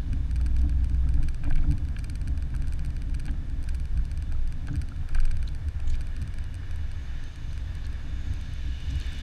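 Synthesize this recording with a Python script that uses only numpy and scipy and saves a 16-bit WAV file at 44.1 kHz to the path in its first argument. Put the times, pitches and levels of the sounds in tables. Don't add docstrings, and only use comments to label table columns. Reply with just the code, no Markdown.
import sys
import numpy as np
from scipy import signal
from scipy.fft import rfft, irfft
from scipy.io import wavfile

SR = 44100
rng = np.random.default_rng(int(sys.argv[2]) if len(sys.argv) > 2 else 0)


def put_to_file(sound):
    columns = np.atleast_2d(sound).T
    safe = np.clip(columns, -1, 1)
    whole_steps = np.round(safe * 32767)
    wavfile.write(sys.argv[1], SR, whole_steps.astype(np.int16))


N = 406602


def amp(db):
    return 10 ** (np.asarray(db) / 20)


def evened(x):
    return x / np.sqrt(np.mean(x ** 2) + 1e-20)


def clock():
    return np.arange(N) / SR


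def curves(rows):
    s, *columns = np.transpose(rows)
    return [np.interp(clock(), s, c) for c in columns]


def read(points, hz):
    f, value = np.transpose(points)
    return np.interp(np.log(hz + 1), np.log(f + 1), value)


def add(mix, s, sound):
    at = round(s * SR)
    part = mix[max(at, 0):][:len(sound) + min(at, 0)]
    part += sound[max(-at, 0):][:len(part)]


def drift(hz):
    smoother = signal.butter(2, hz, fs=SR, output="sos")
    settled = signal.sosfilt(smoother, rng.standard_normal(N + SR))[SR:]
    return evened(settled)


def noise(spectrum, modes=()):
    hz = np.fft.rfftfreq(N, 1 / SR)
    db = read(spectrum, hz)
    for f, width, lift_db in modes:
        db = db + lift_db / (1 + (2 * (hz - f) / width) ** 2)
    return evened(irfft(rfft(rng.standard_normal(N)) * amp(db), N))


def tone(hz, level_db, waver, waver_hz):
    turns = np.cumsum(hz * (1 + waver * drift(waver_hz))) / SR
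    return np.sqrt(2) * amp(level_db) * np.sin(2 * np.pi * (turns + rng.random()))


def resonate(x, hz, width):
    turn = np.exp(2j * np.pi * np.cumsum(hz * np.ones(len(x))) / SR)
    r = np.exp(-np.pi * width / SR)
    smooth = signal.lfilter([1 - r], [1, -r], x / turn)
    return 2 * (turn * smooth).real


def swell(s, db, hold, rise_db, fall_db):
    t = clock()
    return db - rise_db * np.maximum(s - t, 0) - fall_db * np.maximum(t - s - hold, 0)


def joined(levels_db):
    return 10 * np.log10(sum(amp(db) ** 2 for db in levels_db))


# start_s, level_db, hold_s
JOLT_TABLE = [(0.14, -28, 0.03), (0.532, -22.5, 0.034), (0.78, -27.5, 0.018), (0.993, -27, 0.058),
              (1.195, -20, 0.022), (1.525, -16.5, 0.043), (2.286, -34, 0.14), (2.618, -29, 0.17),
              (3.11, -33.5, 0.21), (3.63, -29.5, 0.027), (3.93, -26, 0.0081), (4.382, -21, 0.018),
              (5.163, -17, 0.098), (5.879, -21.5, 0.046), (6.343, -32.5, 0.018), (6.75, -30.5, 0.037),
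              (7.806, -36, 0.041), (8.036, -34, 0.25), (8.6, -32, .02), (9.04, -39, 0.046)]
CALM_SHAKE_DB, CALM_FADE_DB_PER_S = -34.5, 0.2
SHAKE_RISE_DB_PER_S, SHAKE_FALL_DB_PER_S = 139, 71


def shake_level():
    calm_db = CALM_SHAKE_DB - CALM_FADE_DB_PER_S * clock()
    jolts_db = [swell(*row, SHAKE_RISE_DB_PER_S, SHAKE_FALL_DB_PER_S) for row in JOLT_TABLE]
    return joined([calm_db] + jolts_db)


SHAKE_START_HZ, SHAKE_SAG_HZ_PER_S = 19.6, 0.08
SHAKE_LOPSIDED = 1.4


def mount_shake(shake_db):
    hz = SHAKE_START_HZ - SHAKE_SAG_HZ_PER_S * clock()
    swing = tone(hz, shake_db, 0.055, 4)
    return swing + SHAKE_LOPSIDED * (swing ** 2 - amp(shake_db) ** 2)


# start_s, level_db
BOOM_LEVELS = [(0, -33), (.59, -23.5), (1.2, -26), (1.36, -38.5), (1.9, -34.5), (2.7, -32), (3.2, -37.5),
               (3.8, -33), (4.4, -35.5), (4.6, -43.5), (5.3, -35), (6.4, -42), (7.4, -42.5), (7.75, -38),
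               (8.4, -39.5), (8.8, -36), (9.22, -36.5)]
BOOM_HZ, BOOM_START_SAG_HZ, BOOM_SETTLE_S = 62.55, 8.8, 0.303
BOOM_LOUD_DB, BOOM_FAINT_DB = -26.5, -32.5
WAVER_LOUD, WAVER_FAINT = 0.015, 0.08995


def cabin_boom():
    boom_db, = curves(BOOM_LEVELS)
    waver = np.interp(boom_db, (BOOM_FAINT_DB, BOOM_LOUD_DB), (WAVER_FAINT, WAVER_LOUD))
    hz = BOOM_HZ - BOOM_START_SAG_HZ * np.exp(-clock() / BOOM_SETTLE_S)
    return tone(hz, boom_db, waver, 5.515)


# start_s, level_db, pitch_hz
KICK_TABLE = [(0.131, -32, 51.5), (.13, -32, 33.3), (1.173, -23, 59.4), (1.176, -23.5, 42),
              (1.71, -23.5, 65.6), (1.839, -26.5, 75), (1.5, -32, 41.5), (2.9, -37, 73), (2.051, -30, 59.4),
              (2.289, -26.5, 58.8), (2.66, -30, 73), (3.129, -33, 65.3), (3.369, -33.5, 68.7),
              (3.67, -31.5, 65.8), (3.93, -26.5, 56.6), (4.16, -29.5, 75.2), (4.39, -41, 58),
              (4.74, -28, 66), (5., -30, 81.4), (4.749, -33.5, 80.5), (5.149, -29.5, 55.7),
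              (5.35, -31.5, 82.7), (5.42, -30, 61.7), (5.72, -31, 82.5), (8.33, -37.5, 97), (8.35, -35, 43),
              (5.689, -27.5, 72.3), (5.873, -34, 62), (6.179, -34.5, 74.5), (6.798, -28, 74.5),
              (7.09, -31, 59.7), (7.639, -32.5, 60.4), (8.129, -32, 58.5), (8.658, -28, 62)]
KICK_RISE_DB_PER_S, KICK_FALL_DB_PER_S = 264, 139


def cabin_kicks():
    out = np.zeros(N)
    t = np.arange(-SR // 8, SR // 3) / SR
    shape_db = -KICK_RISE_DB_PER_S * np.maximum(-t, 0) - KICK_FALL_DB_PER_S * np.maximum(t, 0)
    for (s, db, hz), start in zip(KICK_TABLE, rng.random(len(KICK_TABLE))):
        kick = np.sqrt(2) * amp(db + shape_db) * np.sin(2 * np.pi * (hz * t + start))
        add(out, s + t[0], kick)
    return out


# start_s, pitch_hz, level_db
ENGINE_CURVE = [(0, 46.66, -42), (1.2, 43.41, -39), (1.8, 39.22, -39), (2.6, 33.66, -36),
                (3.6, 29.24, -33.5), (4.4, 26.48, -36), (6, 23.99, -40.5), (7.2, 22.11, -36.5),
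                (8.4, 20.83, -59), (8.9, 27, -37), (9.22, 32.3, -38)]


def engine():
    return tone(*curves(ENGINE_CURVE), 0.015, 3.2)


# start_s, body_shudder_db, tyre_drone_db, panel_drone_db
ROAD_LEVELS = [(0, -35, -43.5, -48.5), (.6, -31, -40.5, -48), (1.2, -36, -36.5, -49),
               (1.4, -38, -40, -50.5), (2, -38, -41, -49.5), (2.77, -36, -43, -49), (3.3, -35, -41.5, -49),
               (4.2, -36.5, -43, -54), (4.9, -41.5, -44.5, -53), (5.8, -33.5, -44.5, -53),
               (6.8, -35.5, -47, -55), (7.35, -41.5, -45, -56), (7.6, -36.5, -44, -55),
               (8.37, -34.5, -48, -49.5), (8.6, -38, -45, -56), (9.22, -36, -49, -53)]
# pitch_hz, relative_db (per Hz)
SHUDDER_SPECTRUM = [(5, -22), (9, -16), (26, -15.5), (31, -4.5), (38, 0.5), (48, -1), (66, -2.5), (86, 0),
                    (100, -10), (115, -14), (150, -55), (250, -120)]
# pitch_hz, relative_db (per Hz)
TYRE_SPECTRUM = [(62, -26), (105, -1.5), (146, 2), (195, -17.5), (250, -53), (430, -120)]
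# pitch_hz, relative_db (per Hz)
PANEL_SPECTRUM = [(110, -35), (185, -2.5), (237, -1.5), (285, 1), (381, -24), (474, -27), (571, -24),
                  (719, -23.5), (1100, -34), (1430, -63), (2420, -120)]
JOINT_LIFT_DB, JOINT_DB, JOINT_DB_PER_DB = (8, 6, 8), -30, 0.35
JOINT_RISE_DB_PER_S, JOINT_FALL_DB_PER_S = 76, 69
ROAD_GRAIN_DB, ROAD_GRAIN_HZ = 1, 5.15


def road():
    out = np.zeros(N)
    spectra = (SHUDDER_SPECTRUM, TYRE_SPECTRUM, PANEL_SPECTRUM)
    for level_db, lift_db, spectrum in zip(curves(ROAD_LEVELS), JOINT_LIFT_DB, spectra):
        lifts = []
        for s, joint_db, _, length, *_ in BUMP_TABLE:
            top_db = lift_db + JOINT_DB_PER_DB * (joint_db - JOINT_DB)
            lifts.append(swell(s, top_db, length, JOINT_RISE_DB_PER_S, JOINT_FALL_DB_PER_S))
        joints_db = np.maximum(np.max(lifts, axis=0), 0)
        grain_db = ROAD_GRAIN_DB * drift(ROAD_GRAIN_HZ)
        out += amp(level_db + joints_db + grain_db) * noise(spectrum)
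    return out


# start_s, level_db (before doubling), tyre_share, length_s, tyre_pitch_hz, panel_pitch_hz
BUMP_TABLE = [(0.121, -38.5, 0.55, 0.049, 121, 263), (0.441, -44.5, 0.53, 0.074, 140, 289),
              (0.622, -38, 0.56, 0.058, 220.5, 292), (0.899, -45.5, 0.22, 0.046, 140, 282),
              (1.045, -45, 0.07, 0.045, 139, 261), (1.15, -39, 0.8, 0.053, 137, 287),
              (1.46, -38, 0.34, 0.048, 137, 287), (1.672, -27.5, 0.82, 0.069, 139.4, 286),
              (2.252, -38.5, 1, 0.065, 118.3, 218), (2.52, -37, 0.89, 0.042, 132, 289),
              (3.289, -43, 1, 0.052, 123, 282), (3.96, -41.5, 0.97, 0.058, 153, 282),
              (4.689, -32, 0.77, 0.081, 149.4, 286), (6.008, -58, 0.86, 0.071, 134, 282),
              (6.19, -44.5, 0.57, 0.065, 135, 208), (8.263, -48, 0.68, 0.1, 152, 281),
              (8.628, -47.5, 0.43, 0.079, 137, 282.5), (8.92, -38.5, 0.87, 0.055, 130, 286)]


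def bumps():
    out = np.zeros(N)
    starts = rng.random((len(BUMP_TABLE), 2))
    for (s, db, share, length, tyre_hz, panel_hz), (a, b) in zip(BUMP_TABLE, starts):
        t = np.arange(round(length * SR)) / SR
        tyre = share * np.sin(2 * np.pi * (tyre_hz * t + a))
        panel = (1 - share) * np.sin(2 * np.pi * (panel_hz * t + b))
        add(out, s, 2 * amp(db) * (tyre + panel) * signal.windows.tukey(len(t), 0.6))
    return out


# middle_s, depth_db, half_length_s
DIP_TABLE = [(1.376, 2.5, 0.023), (2.172, 2, 0.028), (2.502, 4, 0.03), (3.88, 7, 0.026),
             (5.083, 11.5, 0.023), (5.73, 15, 0.021), (6.45, 4, 0.044), (6.912, 4, 0.027),
             (7.347, 3, 0.037), (7.986, 4, .03), (8.817, 2, 0.026)]


def low_dips():
    dip_db = np.zeros(N)
    for s, depth_db, half in DIP_TABLE:
        add(dip_db, s - half, depth_db * signal.windows.tukey(round(2 * half * SR), 0.7))
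    return amp(-dip_db)


# middle_s, level_db (before modes and gain), dullness_db (per octave)
TICK_TABLE = [(0.1314, -34, 1.0), (0.312, -35.0, 0.5), (0.3589, -34.5, 1), (0.3646, -36, 0),
              (0.4128, -36, 0.5), (0.4619, -33, 1), (0.4667, -36, -2), (0.5653, -35, 1.0),
              (0.5854, -47.0, -4.0), (0.6164, -38, 0.5), (0.695, -35, 0), (0.8446, -35.5, 0),
              (0.897, -38, 0.5), (0.9466, -41, 2), (1.09, -36.0, 1.0), (1.1407, -37, 1), (1.2295, -34, 0),
              (1.2369, -35.5, 0), (1.2855, -33.5, 2), (1.2885, -32.0, -2), (1.3454, -33.5, -0.5),
              (1.4423, -36, 0), (1.5026, -37.5, 0.5), (1.5564, -35, 1.0), (1.7117, -33.5, 0.5),
              (1.7218, -34, -0.5), (1.7808, -36.5, 1), (1.8511, -43, 2), (1.8863, -40, 2.0),
              (1.988, -34.0, 0.5), (1.9922, -34, 0.5), (2.0428, -31, -1), (2.045, -32.5, 0),
              (2.0981, -30.5, -0.5), (2.1003, -32, -3), (2.155, -32.0, -0.5), (2.1579, -37.5, -1),
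              (2.2148, -36.0, 0.0), (2.275, -38, 3.5), (2.2813, -32.5, -2), (2.376, -37, 1.0),
              (2.4243, -36.5, 0.5), (2.5046, -48, 2), (2.5507, -38.0, -1.0), (2.564, -34.5, -3),
              (2.6217, -36.5, 0.0), (2.6723, -37.5, 0.5), (2.6823, -35.0, -2.0), (2.7238, -37, 2.5),
              (2.7353, -32.5, -3), (2.7934, -36, 1), (2.8489, -36.5, 1.5), (2.861, -34.5, -3.5),
              (2.9045, -39, -0.5), (2.966, -37, 1.5), (3.02, -35.5, 1), (3.097, -41.5, 0.0),
              (3.1442, -36.0, 2.5), (3.149, -33.5, -0.5), (3.1967, -34, 1), (3.2015, -34, -0.5),
              (3.255, -35, 0.5), (3.2645, -34.5, 0), (3.3119, -38, -2), (3.499, -43, 1),
              (3.6284, -37.5, -3.5), (3.6403, -35, -1.5), (3.6885, -32, 1), (3.6917, -31.5, -1),
              (3.7466, -32.5, -0.5), (3.752, -36, -2), (3.7992, -37, 0.5), (3.855, -37.5, 0.5),
              (3.9751, -38.5, 1.5), (4.0528, -38.0, 0.0), (4.1151, -35, 1.0), (4.1751, -35, -1),
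              (4.224, -35.5, 0), (4.323, -37, 0.5), (4.4754, -37.5, -1.5), (4.5244, -36, 1),
              (4.6716, -35, 0.0), (4.7565, -34, 0.5), (4.7649, -37, -2), (4.816, -32, 0.5),
              (4.82, -35.0, -0.5), (4.8873, -37.5, 0.5), (4.963, -46, 3), (5.0895, -36.0, 0.0),
              (5.1475, -32, 1.5), (5.1501, -32, -0.5), (5.2019, -31.5, 0.5), (5.207, -35.5, -1),
              (5.2528, -31.5, 0.5), (5.256, -31.5, -4.0), (5.3115, -34.5, 1.5), (5.3153, -33.5, -0.5),
              (5.3694, -36.5, 1.5), (5.4282, -35, 2), (5.4879, -36.5, 0), (5.549, -36.5, 0),
              (5.6851, -37.5, 1), (5.8013, -38.5, 0.5), (5.9543, -36, 0), (6.009, -33.5, 0.5),
              (6.0158, -38, -2), (6.0701, -38.5, 1.5), (6.1652, -35.5, 1), (6.2169, -35.0, 0.5),
              (6.219, -43.5, -1), (6.2248, -35.5, -2), (6.2764, -37, 0.0), (6.34, -37, 0.5),
              (6.3854, -34.5, 0.5), (6.4409, -38.5, -1.0), (6.543, -34, 0), (6.5527, -37, -2),
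              (6.7104, -37, 1), (6.76, -37.0, -6), (6.9158, -38, 0.5), (7.2389, -38.5, 1),
              (7.3591, -38.5, -0.5), (7.5309, -39, 0.5), (7.5774, -37, 1.5), (7.7522, -36.5, -0.5),
              (7.8666, -36.0, -2), (7.9289, -41, 2), (8.3369, -36.5, -2.5), (8.4124, -37.5, -4.0),
              (8.5367, -37, -8), (8.8038, -41.0, 2.5), (8.9559, -36.5, -2), (9.0006, -33, -2.5),
              (9.066, -38, -1), (9.1226, -38, 0), (9.1315, -37, -2), (9.1881, -37, -3)]
# pitch_hz, relative_db, time_to_fall_60_db_s
TICK_RINGS = [(1410, -19.5, 0.022), (1607, -9, 0.014), (2386, -8.5, 0.013), (2900, -12.5, 0.0085),
              (3360, -23, 0.0036), (4150, -13, 0.011), (4490, -17.5, 0.011), (4816, -10, 0.01),
              (5700, -18.5, 0.012), (6100, -16.5, .01), (6650, -24, 0.0081), (7450, -25.5, 0.016),
              (8370, -7.5, 0.0085), (9000, -23.5, .009), (9180, -24, 0.0085), (9680, -22.5, .009),
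              (10200, -16, 0.007), (10800, -20.5, 0.0088), (11400, -24.5, .007), (12240, -23, 0.0065),
              (12950, -26, .006), (13700, -27, 0.0045)]
TICK_CONTACT_S, TICK_GAIN_DB = 0.001, 1.5
TICK_VARY_DB, TICK_DETUNE = 1, 0.0062
TICK_LAG_RAD = 0.35


def ticks():
    hz, mode_db, t60 = np.transpose(TICK_RINGS)[:, :, None]
    t = np.arange(700) / SR
    sign = (-1.) ** np.arange(len(hz))[:, None]
    onset = np.sin(np.pi / 2 * np.minimum(t / TICK_CONTACT_S, 1)) ** 2
    out = np.zeros(N)
    chance = rng.standard_normal((len(TICK_TABLE), 3, len(hz), 1))
    for (s, db, dull_db), (vary, detune, lag) in zip(TICK_TABLE, chance):
        tilt_db = dull_db * np.log2(8400 / hz)
        rings = amp(db + mode_db + tilt_db + TICK_VARY_DB * vary - 60 * t / t60)
        pitch = hz * (1 + TICK_DETUNE * detune)
        tap = sign * rings * np.sin(2 * np.pi * pitch * t + TICK_LAG_RAD * lag)
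        add(out, s - TICK_CONTACT_S / 2, onset * tap.sum(0))
    return amp(TICK_GAIN_DB) * out


def ring(hz, t60, rise_cycles, size=1600):
    t = np.arange(size) / SR
    build = (1 - np.exp(-t * hz / rise_cycles)) ** 2
    return amp(-60 * t / t60) * build * np.sin(2 * np.pi * hz * t)


# pitch_hz, relative_db
TRIM_RINGS = [(520, -6), (720, 23), (950, 13.5), (1340, 11.5), (1580, 11), (1900, -4), (2360, 7.5),
              (2750, 2), (3150, 1), (3600, -1.5), (3950, -2), (4300, -0.5), (6000, -9.5), (6500, -4.5),
              (7300, -13)]


def knock(hz, narrow_db, t60, detune):
    blow = 0
    for (f, db), d in zip(TRIM_RINGS, detune):
        near_db = db - narrow_db * abs(np.log2(f / hz))
        blow = blow + amp(near_db) * ring(f * d, t60, 4.3)
    return blow / abs(blow).max()


# start_s, level_db, favoured_pitch_hz, narrowness_db (per octave), time_to_fall_60_db_s
KNOCK_TABLE = [(.4, -45, 1360, 25, 0.012), (0.4654, -42, 1590, 23, .013), (.514, -50, 2300, 12, .008),
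               (.64, -51, 1800, 10, .008), (.724, -46, 1600, 12, .01), (1.036, -50, 1320, 30, .013),
               (1.0689, -49, 1310, 25, .013), (1.1769, -47, 1440, 25, .013), (1.433, -44.5, 780, 20, .014),
               (1.435, -36, 1750, 20, 0.011), (1.448, -38, 1370, 11, .014), (1.4505, -46, 2350, 28, .022),
               (1.4555, -44, 1500, 25, .014), (1.488, -48, 1750, 25, .014), (1.478, -54, 1600, 7, .012),
               (1.471, -49, 2400, 30, .016), (1.507, -43, 2500, 20, 0.0087), (1.509, -32, 1600, 33, 0.0071),
               (1.508, -38, 775, 25, 0.0091), (1.525, -36, 2570, 17, 0.01), (1.559, -38, 1910, 22, .011),
               (1.579, -36.5, 2560, 20, 0.01), (1.587, -48, 720, 20, 0.011), (1.588, -44, 1500, 16, 0.0074),
               (1.608, -54, 4130, 23, .01), (1.6292, -45, 2100, 17, .008), (1.6386, -42, 1344, 27, .014),
               (1.6455, -46, 900, 12, .012), (1.727, -45, 2400, 14, .008), (1.9645, -37, 1580, 30, 0.0087),
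               (1.9632, -34.5, 2850, 24, 0.011), (2.5378, -46, 950, 22, .013),
               (2.5397, -41, 1610, 19, .012), (2.547, -41, 1480, 24, 0.015), (2.542, -48, 2350, 25, .016),
               (2.5548, -53, 1400, 25, .01), (2.5874, -50, 1670, 22, .013), (2.6407, -43, 1530, 17.5, .013),
               (3.2795, -36.5, 2700, 14, 0.0096), (3.282, -37, 1620, 26, .009),
               (3.2915, -43, 2900, 22, .007), (3.2925, -39, 1600, 28, .008), (3.284, -47, 2300, 30, .011),
               (3.298, -49, 1450, 30, .011), (3.3399, -47.5, 1471, 20, 0.0072),
               (3.672, -47, 1570, 22, 0.015), (3.991, -45.5, 1490, 25, .013), (4.3148, -44, 1598, 18, .013),
               (4.3466, -47, 1310, 35, .018), (4.682, -45, 4130, 15, .007), (4.683, -34.5, 1500, 38, 0.012),
               (4.6822, -44, 2700, 20, .008), (4.6883, -44, 1500, 30, .011), (4.6927, -44, 1490, 35, 0.016),
               (4.73, -46, 6500, 14, .007), (4.737, -45, 1522, 30, .016), (4.745, -46, 1560, 28, .01),
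               (4.9177, -41.5, 1330, 32, 0.012), (5.012, -49, 2900, 35, .016),
               (5.027, -45, 1100, 12, 0.018), (5.0934, -44, 1400, 18, 0.011), (5.1275, -47, 2000, 10, .008),
               (5.149, -30.5, 1810, 33, 0.013), (5.1544, -41, 1400, 17, 0.014),
               (5.1545, -40, 880, 25, 0.011), (5.156, -44, 2500, 15, .008), (5.161, -47, 1400, 25, .012),
               (5.167, -50, 1490, 20, 0.011), (5.175, -43, 2400, 18, .007), (5.181, -49, 2500, 12, .008),
               (5.184, -32, 1490, 45, .014), (5.211, -48, 1800, 14, .008), (5.2295, -40, 1700, 11, .009),
               (5.238, -50, 2500, 14, .008), (5.278, -40, 1900, 12, 0.0095), (5.287, -48, 2890, 12, .007),
               (5.467, -51, 1500, 11.5, .01), (5.4757, -36.5, 3970, 47, 0.012), (5.48, -43, 3950, 28, .016),
               (5.8007, -43, 1798, 18, 0.0078), (5.876, -43, 3200, 18, .012), (5.9003, -39, 4100, 13, .008),
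               (5.941, -40, 2300, 22, .011), (6.4921, -52, 1720, 22.5, .013),
               (6.6304, -45, 1691, 23, 0.012), (7.51, -45.5, 4100, 25, .016), (7.842, -45, 1614, 22, .013),
               (7.84, -48, 3900, 25, .016), (7.854, -40.5, 4300, 14, .012), (7.888, -47, 1400, 29, .014),
               (9.0005, -41, 2900, 25, 0.0073), (9.011, -35, 4700, 18, .012), (9.021, -42, 3600, 18, .012)]


def trim_knocks():
    out = np.zeros(N)
    detune = 1 + 0.018 * rng.standard_normal((len(KNOCK_TABLE), len(TRIM_RINGS)))
    for (s, db, *blow), d in zip(KNOCK_TABLE, detune):
        add(out, s, amp(db) * knock(*blow, d))
    return out


RATTLE_FAINTEST_DB = -64.5
RATTLES_PER_S = 60


def trim_rattles(shake_db):
    out = np.zeros(N)
    follow_db = 0.5 * (shake_db - shake_db.mean())
    chance_db = 2.7 * np.minimum(rng.exponential(1, N), 3)
    size = amp(RATTLE_FAINTEST_DB + follow_db + chance_db)
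    for hz in (700, 1500, 2400, 2960):
        blows = size * (rng.random(N) < RATTLES_PER_S / SR)
        out += signal.oaconvolve(blows, knock(hz, 15, 0.0041, np.ones(len(TRIM_RINGS))))[:N]
    return out


# start_s, level_db, centre_pitch_hz, width_hz (of each of three resonances), length_s
BURST_TABLE = [(0.4, -51.5, 570, 780, 0.02), (0.583, -56, 3500, 6000, 0.016), (0.637, -55, 636, 650, 0.029),
               (1.195, -55, 610, 700, 0.026), (1.463, -49, 620, 500, 0.024), (1.45, -60, 1900, 2200, .04),
               (4.313, -55, 670, 800, 0.022), (5.79, -53, 750, 800, 0.0094),
               (3.28, -49.5, 790, 1000, 0.011), (4.679, -54.5, 2600, 2500, 0.012),
               (4.678, -50, 590, 730, 0.018), (2, -58, 3500, 5000, .006), (5.9, -59, 4200, 4000, 0.053),
               (5.15, -55, 2100, 1800, 0.018), (5.796, -59, 2500, 2000, .014),
               (9.146, -57.5, 5000, 6000, .01), (5.471, -59, 5800, 5014, .012),
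               (5.87, -56.5, 6830, 2200, 0.018), (5.894, -52.5, 6800, 3600, 0.016),
               (5.91, -62, 5000, 5400, 0.05), (5.944, -54, 3500, 1500, .01),
               (7.845, -56, 4520, 3022, 0.0099), (8.9, -52, 5470, 4300, 0.014)]


def thuds_and_rasps():
    out = np.zeros(N)
    grit = rng.standard_normal((len(BURST_TABLE), 4000)) ** 3
    for (s, db, hz, width, length), g in zip(BURST_TABLE, grit):
        size = round(length * SR)
        burst = g[:size]
        for _ in range(3):
            burst = resonate(burst, hz, width)
        add(out, s, amp(db) * evened(burst) * signal.windows.tukey(size, 0.5))
    return out


# pitch_hz, relative_db (per Hz)
ALONGSIDE_SPECTRUM = [(1500, -15.5), (2500, 1), (3000, -2.5), (3700, -0.5), (4500, -4.5), (7000, -14.5),
                      (14000, -46)]
# pitch_hz, width_hz, level_db (over its hiss at its loudest)
WHINE_TABLE = [(1734, 58, -15), (3020, 20, -19), (3665, 110, -8.5), (7220, 81, -24), (4260, 90, -21),
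               (3470, 25, -22), (3580, 34, -11.5)]
# start_s, pitch_hz, level_db
HISS_BAND = [(6.4, 6000, -84), (6.7, 5900, -78), (6.9, 5950, -78), (7.03, 6500, -69), (7.13, 6000, -78),
             (7.24, 6200, -68), (7.4, 6550, -72), (7.53, 6200, -69.5), (7.7, 6400, -88),
             (8.05, 6600, -76.5), (8.18, 6700, -71), (8.35, 6300, -68), (8.52, 6200, -72),
             (8.64, 5800, -77), (8.7, 5700, -81), (8.8, 5800, -70), (9, 6100, -75), (9.22, 6200, -76)]
# start_s, pitch_hz, level_db
WHISTLE_CURVE = [(6.4, 2890, -70), (7.27, 2970, -69), (7.97, 2940, -82.5), (8.52, 2990, -79),
                 (8.64, 2970, -63), (8.8, 2940, -57), (9, 2920, -59.5), (9.22, 2960, -54)]
WHINE_DB_PER_DB = 0.64


def vehicle_alongside():
    _, level_db = curves(PASSING_LEVELS)
    white = rng.standard_normal(N)
    whines = sum(amp(db) * evened(resonate(white, hz, width)) for hz, width, db in WHINE_TABLE)
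    whine_gain = amp(WHINE_DB_PER_DB * (level_db - level_db.max()))
    body = amp(level_db) * (noise(ALONGSIDE_SPECTRUM, HOUSING_MODES) + whine_gain * whines)
    whistle = amp(1.4 * drift(12)) * band(white, WHISTLE_CURVE, 160)
    return body + band(white, HISS_BAND, 580) + whistle


def band(white, rows, width):
    hz, level_db = curves(rows)
    arrival = np.clip(clock() - rows[0][0] + 1, 0, 1)
    return amp(level_db) * arrival * evened(resonate(resonate(white, hz, width), hz, width))


# start_s, traffic_drone_db, alongside_hiss_db
PASSING_LEVELS = [(0, -64, -62.5), (.36, -66.5, -64.5), (2.3, -65.5, -65), (4.6, -64, -63.5),
                  (5.3, -62, -63.5), (5.7, -61, -63.5), (6.15, -57.5, -61.5), (6.44, -58.5, -62),
                  (6.83, -57, -59.5), (7.16, -54.5, -58), (7.45, -60, -58.5), (8.01, -54.5, -58.5),
                  (8.4, -57.5, -56), (8.73, -57.5, -54.5), (9.04, -54, -51.5), (9.22, -51, -50.5)]
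# pitch_hz, relative_db (per Hz)
TRAFFIC_SPECTRUM = [(600, -9.5), (1200, -10), (1700, -4.5), (2400, -13), (3000, -23), (5000, -41)]
# pitch_hz, width_hz, lift_db
HOUSING_MODES = [(1717, 270, 7.5), (2070, 120, -7), (2225, 250, 6), (2957, 170, 7), (3290, 190, -5),
                 (3430, 130, 6), (3640, 200, 3), (4390, 140, 4), (4550, 200, -6), (4890, 180, 5),
                 (5300, 300, -0.5), (5970, 250, 4), (6480, 430, 4), (7140, 150, -6), (7170, 160, 2)]


def traffic():
    level_db, _ = curves(PASSING_LEVELS)
    return amp(level_db + 0.89 * drift(5.2)) * noise(TRAFFIC_SPECTRUM, HOUSING_MODES)


# pitch_hz, relative_db (per Hz)
CABIN_SPECTRUM = [(190, -50), (330, -1), (493, -5), (1190, -9.5), (1620, -8), (2000, -14), (2380, -22.5),
                  (3240, -38), (4840, -22.5), (7120, -27.5), (8360, -26), (9210, -28), (10500, -29.5),
                  (12500, -35), (15400, -45)]


def cabin_air():
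    return amp(-59 + 0.5 * drift(2.8)) * noise(CABIN_SPECTRUM)


def scene():
    shake_db = shake_level()
    lows = mount_shake(shake_db) + cabin_boom() + cabin_kicks() + engine() + road() + bumps()
    taps_and_bursts = ticks() + trim_knocks() + trim_rattles(shake_db) + thuds_and_rasps()
    hiss = vehicle_alongside() + traffic() + cabin_air()
    return (lows * low_dips() + taps_and_bursts + hiss)[None]


EDGE_HZ, FADE_S = 15550, 0.012


def record(dry):
    taps = signal.firwin(1023, EDGE_HZ, window=("kaiser", 9), fs=SR)[None]
    time_left = np.arange(N)[::-1] / SR
    fade = np.sin(np.pi / 2 * np.minimum(time_left / FADE_S, 1))
    padded = np.pad(dry * fade, ((0, 0), (511, 511)), "reflect")
    return signal.oaconvolve(padded, taps, "valid")


dry = scene()
out = record(dry)
put_to_file(out)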